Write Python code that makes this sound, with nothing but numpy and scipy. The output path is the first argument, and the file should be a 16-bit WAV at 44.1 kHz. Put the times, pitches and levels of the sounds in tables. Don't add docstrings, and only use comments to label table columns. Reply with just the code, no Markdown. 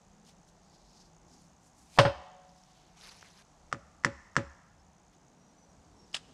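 import sys
import numpy as np
from scipy import signal
from scipy.io import wavfile

SR = 44100
rng = np.random.default_rng(int(sys.argv[2]) if len(sys.argv) > 2 else 0)


def put_to_file(sound):
    columns = np.atleast_2d(sound).T
    safe = np.clip(columns, -1, 1)
    whole_steps = np.round(safe * 32767)
    wavfile.write(sys.argv[1], SR, whole_steps.astype(np.int16))


def volts(x):
    e = np.asarray(x, float) / 20
    return 10 ** e


N = 279285

# frequency in Hz, relative density in dB per Hz.
AIR_SPECTRUM = [(15, -37), (25, -6.5), (71, -0.5), (115, -13), (172, -5), (326, -12), (354, -13.5),
                (415, -8.5), (475, -16), (604, -15), (769, -14.5), (2180, -34.5), (6040, -26),
                (7090, -28.5), (15000, -58.5)]
# time in seconds, level in dB before a common lift.
AIR_COURSE = [(0, -66.5), (1.9, -67.5), (2.5, -69.5), (3.42, -67), (3.45, -64), (4.9, -69.5), (6.33, -62.5)]
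# centre in Hz, width in Hz, level in dB.
MACHINE_HUMS = [(171, 29, -69), (733, 230, -71)]
# time in seconds, pulses per second, level in dB.
WING_STROKES = [(0.0, 60, -74.5), (6.33, 60, -77)]
# start in seconds, length in seconds, top frequency in Hz, level in dB.
BIRD_NOTES = [(4.792, 0.027, 5350, -74), (5.368, 0.19, 5820, -76), (5.56, .1, 6000, -72),
              (5.68, .05, 5800, -74), (5.95, .11, 5530, -73.5)]
# peak in seconds, length in seconds, level in dB, centre in Hz, width in Hz.
RUSTLE_PUFFS = [(0.281, .1, -62, 3400, 6500), (0.488, 0.059, -69, 5000, 6000),
                (0.733, 0.49, -70.5, 4700, 2400), (0.975, 0.28, -64.5, 5000, 2600),
                (1.342, 0.23, -66.5, 5300, 3500), (1.452, 0.23, -77, 6000, 5000),
                (1.654, 0.15, -70, 6500, 5000), (1.805, 0.19, -66.5, 6000, 6000),
                (2.58, 0.49, -71.5, 5000, 3890), (2.78, 0.4, -71.5, 3500, 3004),
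                (5.141, .037, -69, 2990, 3986), (6.124, .3, -74, 5000, 2000)]
# time in seconds, level in dB.
FOOTSTEP_COURSE = [(2.941, -75.5), (2.975, -65), (3.04, -55), (3.11, -56.5), (3.14, -60), (3.2, -62.5),
                   (3.27, -60), (3.32, -67.5), (3.424, -60.5), (3.43, -99)]
# frequency in Hz, relative density in dB per Hz.
FOOTSTEP_SPECTRUM = [(240, -35), (400, -5.5), (734, -1), (791, -5.5), (964, 0.5), (4260, -1), (5600, 1),
                     (7810, -13), (10300, -10.5), (15000, -29.5)]
# start in seconds, level in dB, frequency in Hz.
TWIG_SNAPS = [(.4894, -60, 3970), (1.42, -56, 9600), (2.493, -52.5, 5240), (2.637, -49, 5600),
              (3.012, -46, 3700), (3.091, -40.5, 4770), (3.112, -53, 5600), (3.17, -50, 9470),
              (3.376, -48, 5200)]
# start in seconds, level in dB, frequency in Hz, t60 in seconds.
TOOL_TICKS = [(3.2277, -35.5, 1570, .0038)]
# frequency in Hz, t60 in seconds, relative level in dB.
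FOREST_TAIL = [(60.22, 0.35, -31), (247.5, 0.65, -23.5), (537, 0.99, -22.5), (800, 1, -17.5),
               (1400, 0.98, -20.5), (1770, .93, -21), (2250, 0.83, -16), (2730, 1, -26), (3400, 1, -21.5),
               (5000, 0.87, -19), (7112, 0.75, -17.5), (14000, 0.32, -25)]
# time in seconds, scraping strength in dB.
JAW_SLIPS = [(6.149, -32), (6.168, -42)]
# start in seconds, level in dB, frequency in Hz.
JAW_CATCHES = [(6.1304, -45, 5000), (6.1443, -21.5, 2950), (6.146, -27.5, 3500), (6.1493, -28, 4600),
               (6.1654, -33.5, 2670), (6.169, -35, 3400)]
# frequency in Hz, width in Hz, relative gain in dB.
JAW_RESONANCES = [(635, 160, -6), (1310, 730, -1), (3200, 1100, 2), (5100, 590, 2.5), (7250, 1400, -4.5),
                  (9800, 2200, -14.5), (12500, 2300, -33.5)]
# frequency in Hz, gain in dB from the link, gain in dB from the pin,
# t60 in seconds.
STEEL_MODES = [(302.6, -19.5, -14, 0.11), (380, -14.5, -12.5, 0.05), (603, -6, -27, 0.22),
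               (653, -17, -26.5, 0.11), (735, -35, -51.5, 2.0), (753, -11.5, -30.5, 0.13),
               (837, -13, -23.5, 0.22), (907.7, -15, -34, 0.24), (1010, -15, -26.5, 0.24),
               (1192, -23, -35.5, 0.28), (1428, -17.5, -19.5, 0.15), (1515.5, -21, -54, 0.23),
               (1764, -18, -15.5, .12), (1920, -29.5, -21.5, 0.16), (2698, -18.5, -41.5, .15),
               (3064, -27, -46, 0.44), (3295, -21, -44, .15), (3780, -24, -46.5, .17),
               (4452, -25, -57.5, 0.16), (4440, -25.5, -37.5, .15), (4905, -22, -52, 0.17),
               (5030, -26.5, -52, .17), (8900, -31.5, -59, 0.15), (10200, -37, -61.5, 0.17),
               (11600, -42, -64, .12), (5965, -34.5, -50, .15), (8250, -31.5, -51, .2),
               (8290, -32, -64.5, 0.23), (8455, -36, -58.5, .15), (8450, -49.5, -55, .3)]
# frequency in Hz, t60 in seconds, mean gain in dB from the link,
# mean gain in dB from the pin.
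MINOR_MODES = [(150, 0.13, -24.5, -17.5), (347, 0.18, -28, -22.5), (800, 0.13, -26.5, -33),
               (1700, 0.2, -31.5, -31), (3500, 0.21, -36.5, -46), (5543, .22, -38.5, -49.5),
               (7400, 0.16, -45.5, -45.5), (11800, 0.11, -58, -72.5)]
# start in seconds, crack strength in dB, crack pitch in Hz,
# boom drive in dB over the crack strength, thud drive in dB over the crack strength.
PIN_TAPS = [(3.725, -12, 1400, -27, -27.5), (4.046, -6.5, 1976, -21.5, -24.5),
            (4.364, -6.5, 1700, -20, -21)]
# frequency in Hz, width in Hz, relative gain in dB.
SLIDE_RESONANCES = [(2400, 700, -2), (4600, 1500, -0.5), (8500, 4000, -5)]
# frequency in Hz, width in Hz, gain in dB.
RATTLE_RESONANCES = [(714, 460, -0.5), (1500, 620, -2.5), (2800, 470, -4.5), (5050, 1300, -15),
                     (8300, 1800, -28)]
# start in seconds, strength in dB, knock pitch of the first edge in Hz,
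# lag of the second edge in seconds, boom drive in dB.
LINK_DROPS = [(1.986, -0.5, 800, 0.0083, -16), (2.050, -12, 596, .012, -22.5)]


def rms_one(x):
    return x / np.sqrt(np.mean(x ** 2) + 1e-20)


def in_time(rows):
    s, *columns = np.transpose(rows)
    return [np.interp(np.arange(N) / SR, s, c) for c in columns]


def at_hz(points, hz, axis=1):
    return np.interp(np.log(hz), np.log(np.array(points)[:, 0]), np.array(points)[:, axis])


def drift(rate):
    hop = 40
    settle = 2000
    r = np.exp(-2 * np.pi * rate * hop / SR)
    noise = rng.standard_normal(N // hop + settle + 2)
    slow = signal.lfilter([1], [1, -2 * r, r * r], noise)[settle:]
    return np.interp(np.arange(N) / hop, np.arange(len(slow)), rms_one(slow))


def ring(clicks, hz, t60):
    r, w = np.exp(-np.log(1000) / (t60 * SR)), 2 * np.pi * hz / SR
    return signal.lfilter([0, np.sin(w)], [1, -2 * r * np.cos(w), r * r], clicks + 1e-18)


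def resonances(x, table):
    out = 0
    for k, (hz, width_hz, db) in enumerate(table):
        r = np.exp(-np.pi * width_hz / SR)
        a = [1, -2 * r * np.cos(2 * np.pi * hz / SR), r * r]
        out = out + (-1) ** k * volts(db) * signal.lfilter([(1 - r * r) / 2, 0, (r * r - 1) / 2], a, x)
    return out


def click(s, db):
    out = np.zeros(N)
    out[round(s * SR)] = volts(db)
    return out


def later(x, s):
    return np.roll(x, round(s * SR))


def low_pass(x, cut_hz):
    return signal.sosfilt(signal.butter(2, cut_hz, fs=SR, output="sos"), x)


def fading(clicks, t60):
    return signal.lfilter([1], [1, -volts(-60 / (t60 * SR))], clicks)


def grains(per_s, spread_db):
    sizes = volts(spread_db * np.minimum(rng.exponential(1, N), 4)) * rng.choice([-1, 1], N)
    return rms_one(sizes * (rng.random(N) < per_s / SR))


def bands(sources):
    edges = 25 * 2 ** np.arange(0, 9.4, .4)
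    for k, (low, high) in enumerate(zip(edges, edges[1:])):
        sos = signal.butter(2, [low, high], "band", fs=SR, output="sos")
        yield np.sqrt(low * high), signal.sosfilt(sos, sources[k % 2])


def air():
    db, = in_time(AIR_COURSE)
    white = rng.standard_normal((3, N))
    wide = 0
    for hz, band in bands(white):
        lumps_db = 4.1 * drift(1.8) * min(1, 300 / hz)
        wide = wide + volts(at_hz(AIR_SPECTRUM, hz) + lumps_db) * band
    hum = sum(volts(hum_db) * rms_one(resonances(white[2], [(hz, width_hz, 0)]))
              for hz, width_hz, hum_db in MACHINE_HUMS)
    return volts(db + 1.0) * rms_one(wide) + hum


def insect():
    per_s, db = in_time(WING_STROKES)
    phase = np.cumsum(per_s) / SR + 0.023 * drift(18)
    burst = np.exp(2.4 * (np.cos(2 * np.pi * phase) - 1)) * volts(0.935 * drift(30))
    body = resonances(rng.standard_normal(N), [(6400, 1700, 0)])
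    tone = resonances(body, [(6500, 1100, 0)])
    return volts(db) * rms_one(burst * tone)


def bird():
    arch_hz, top_share = 149.8, 0.558
    out, waver = np.zeros(N), volts(3.5 * drift(40))
    wobble_hz = 35 * drift(60)
    for s, length, top_hz, db in BIRD_NOTES:
        start = round(s * SR)
        share = np.linspace(0, 1, round(length * SR))
        pitch_hz = top_hz - arch_hz * (share / top_share - 1) ** 2
        phase = 2 * np.pi * np.cumsum(pitch_hz + wobble_hz[start:][:len(share)]) / SR
        swell = np.sqrt(2 * np.sin(np.pi * share).clip(0))
        out[start:][:len(share)] += volts(db) * swell * np.sin(phase)
    return out * waver


def puffs():
    rise_share, flicker_db = .42, 1.8
    fine = grains(7000, spread_db=3.0) * volts(flicker_db * drift(29))
    out = np.zeros(N)
    for peak_s, length, db, hz, width_hz in RUSTLE_PUFFS:
        rise, fall = rise_share * length, (1 - rise_share) * length
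        start = round((peak_s - rise) * SR)
        shape = np.r_[np.linspace(0, 1, round(rise * SR)), np.linspace(1, 0, round(fall * SR))][:N - start]
        part = slice(start, start + len(shape))
        colour = [(hz, width_hz, 0)]
        mixed = 0.42 * fine[part] + resonances(fine[part], colour)
        out[part] += volts(db) * shape * rms_one(resonances(mixed, colour))
    return out


def footstep():
    step_db, = in_time([(0, -120)] + FOOTSTEP_COURSE + [(N / SR, -120)])
    coarse = [grains(6300, spread_db=5.0), grains(5000, spread_db=5.0)]
    crunch = sum(volts(at_hz(FOOTSTEP_SPECTRUM, hz) + 2.6 * drift(20)) * band
                 for hz, band in bands(coarse) if hz > 400)
    return volts(step_db) * rms_one(crunch)


def twigs():
    snap_cycles = 32
    thin = [(s, db, hz, snap_cycles / hz) for s, db, hz in TWIG_SNAPS]
    return sum(ring(click(s, db), hz, t60) + click(s, db - 5.5) for s, db, hz, t60 in TOOL_TICKS + thin)


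def forest(dry):
    t = np.arange(SR) / SR
    tail = 0
    for hz, band in bands(rng.standard_normal((2, SR))):
        tail = tail + volts(at_hz(FOREST_TAIL, hz, axis=2) - 60 * t / at_hz(FOREST_TAIL, hz)) * band
    swell = 1 - np.exp(-t / 0.062)
    return signal.fftconvolve(dry, volts(-34.5) * tail * swell)[:N]


def pliers():
    rise_db_per_s, fall_db_per_s = 2200, 2302.5
    tail_db, tail_db_per_s = -14.5, 515.5
    scrape = 0
    for s, db in JAW_SLIPS:
        t = np.arange(N) / SR - s
        rise = volts(-rise_db_per_s * abs(t))
        fall = volts(-fall_db_per_s * abs(t)) + volts(tail_db - tail_db_per_s * abs(t))
        scrape = scrape + volts(db) * np.where(t < 0, rise, fall)
    catches = sum(ring(click(s, db), hz, 0.0094) for s, db, hz in JAW_CATCHES)
    return catches + scrape * rms_one(resonances(grains(12000, spread_db=2.5), JAW_RESONANCES))


def steel(force, axis, swell_cycles):
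    modes = 0
    for mode in STEEL_MODES:
        hz, t60 = mode[0], mode[3]
        modes = modes + volts(mode[axis]) * (ring(force, hz, t60) - ring(force, hz, swell_cycles / hz))
    twin_hz, split_hz, twin_t60 = 559, 6.3, 0.1559
    twin_db = {1: 5.5, 2: -3}[axis]
    modes += volts(twin_db) * sum(side * ring(force, twin_hz + side * split_hz / 2, twin_t60) for side in (-1, 1))
    k, t = np.arange(600), np.arange(SR // 3) / SR
    hz = (120 + 13000 * ((k + .4 * np.sin(k * k)) / 600) ** 1.6)[:, None]
    level_db = at_hz(MINOR_MODES, hz, axis=axis + 1) + rng.normal(0, 3.6, hz.shape)
    t60 = at_hz(MINOR_MODES, hz) * rng.uniform(.8, 1.3, hz.shape)
    crowd = volts(level_db - 60 * t / t60) * np.sin(2 * np.pi * (hz * t + rng.random(hz.shape)))
    crowd_response = crowd.sum(axis=0) * np.minimum(t / 0.0014, 1)
    return modes + signal.fftconvolve(force, crowd_response)[:N]


def thud(force):
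    t = np.arange(SR // 4) / SR
    phase = 2 * np.pi * np.cumsum(102 + 100 * np.exp(-t / 0.014)) / SR
    thump = t / 0.017 * np.exp(1 - t / .012) * np.sin(phase)
    thump += volts(-20.0) * np.exp(-t / 0.036) * np.sin(phase)
    shudder = volts(-22.5) * np.exp(-((t - .105) / 0.056) ** 2) * np.sin(2 * np.pi * 70 * t)
    return signal.fftconvolve(force, thump + shudder)[:N]


def lead_tick(x, lead_s, lead_db):
    return x + volts(lead_db) * later(x, -lead_s) + volts(2.1 * lead_db) * later(x, -2 * lead_s)


def taps():
    treble_at_1khz_db, treble_db_per_octave = -21.5, 11.5
    crack, force, jolt = np.zeros((3, N))
    spit = rng.standard_normal(N)
    for s, db, hz, boom_db, thud_db in PIN_TAPS:
        treble_db = db + treble_at_1khz_db + treble_db_per_octave * np.log2(hz / 1000)
        crack -= ring(ring(click(s + 0.001384, db - 19.5), hz, 0.012), 0.64 * hz, 0.0035)
        crack -= ring(click(s + 0.00306, db - 11.0), .85 * hz, .015)
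        crack += ring(click(s + .0018, db - 7), 1710, 0.0058)
        crack += ring(click(s + 0.00147, db - 15.0), 950, 0.013)
        crack += ring(click(s + .0016, treble_db), 5410, 0.00423)
        crack += ring(click(s + 0.0025, treble_db - 5.5), 7400, 0.00495)
        fade = fading(click(s + 0.0039, treble_db - 13.5), 0.044)
        bright = resonances(fade * spit, [(5910, 4400, 0.018)])
        crack += resonances(bright, [(2960, 290, 14.0), (6000, 2500, 5)])
        force += click(s + 0.009, db + boom_db)
        jolt += click(s + 0.0011, db + thud_db)
    crack = low_pass(crack, 8500)
    echo = volts(-17) * later(signal.lfilter([.3], [1, -.7], crack), .0185)
    crack = lead_tick(crack, lead_s=.0105, lead_db=-28) + echo
    return crack + steel(force, axis=2, swell_cycles=7.5) + thud(jolt)


def slide():
    top_db, swell_db_per_s, stop_s = -54, 190, 1.978
    t = np.arange(N) / SR - stop_s
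    swell = volts(top_db - swell_db_per_s * abs(t)) * (t < 0)
    return swell * rms_one(resonances(grains(9000, spread_db=1.5), SLIDE_RESONANCES))


def link():
    edge_loss_db, edge_boom_loss_db, edge_pitch_ratio = 4, 20.5, 1.4
    rattle_t60_s, full_cut_hz, cut_octaves_per_db = .03, 8100, 0.19
    boom_cut_ratio = 2.4
    thud_db, thud_follows = -17.5, 0.62
    clatter, force, jolt = np.zeros((3, N))
    chatter = grains(9000, spread_db=-3.0)
    for first_s, first_db, first_hz, lag_s, boom_db in LINK_DROPS:
        jolt += click(first_s, thud_db + thud_follows * first_db)
        for second in (False, True):
            s, db = first_s + second * lag_s, first_db - second * edge_loss_db
            hz = first_hz * edge_pitch_ratio ** second
            cut_hz = full_cut_hz * 2 ** (cut_octaves_per_db * db)
            fade = fading(click(s + .0015, db + 5.0), rattle_t60_s)
            rattle = low_pass(fade * chatter, cut_hz)
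            clatter += ring(click(s + 0.0005, db - 8.0), hz, 0.014) + resonances(rattle, RATTLE_RESONANCES)
            blow = click(s + 0.00079, boom_db - second * edge_boom_loss_db)
            force += low_pass(blow + 1e-18, min(boom_cut_ratio * cut_hz, .45 * SR))
    lows = low_pass(clatter, 1500)
    clatter = clatter - lows + lead_tick(lows, lead_s=0.011, lead_db=-21.0)
    return clatter + steel(force, axis=1, swell_cycles=3.5) + thud(jolt)


def scene():
    blows = taps() + link() + pliers()
    rustle = puffs() + footstep() + twigs()
    return (blows + forest(blows) + slide() + rustle + air() + insect() + bird())[None]


def top_cut(x):
    return signal.sosfilt(signal.butter(12, 15620, fs=SR, output="sos"), x)


def record(dry):
    dull = low_pass(dry, 12000)
    mix = 0.99 * np.tanh(dull / 0.84)
    return top_cut(mix)


dry = scene()
out = record(dry)
put_to_file(out)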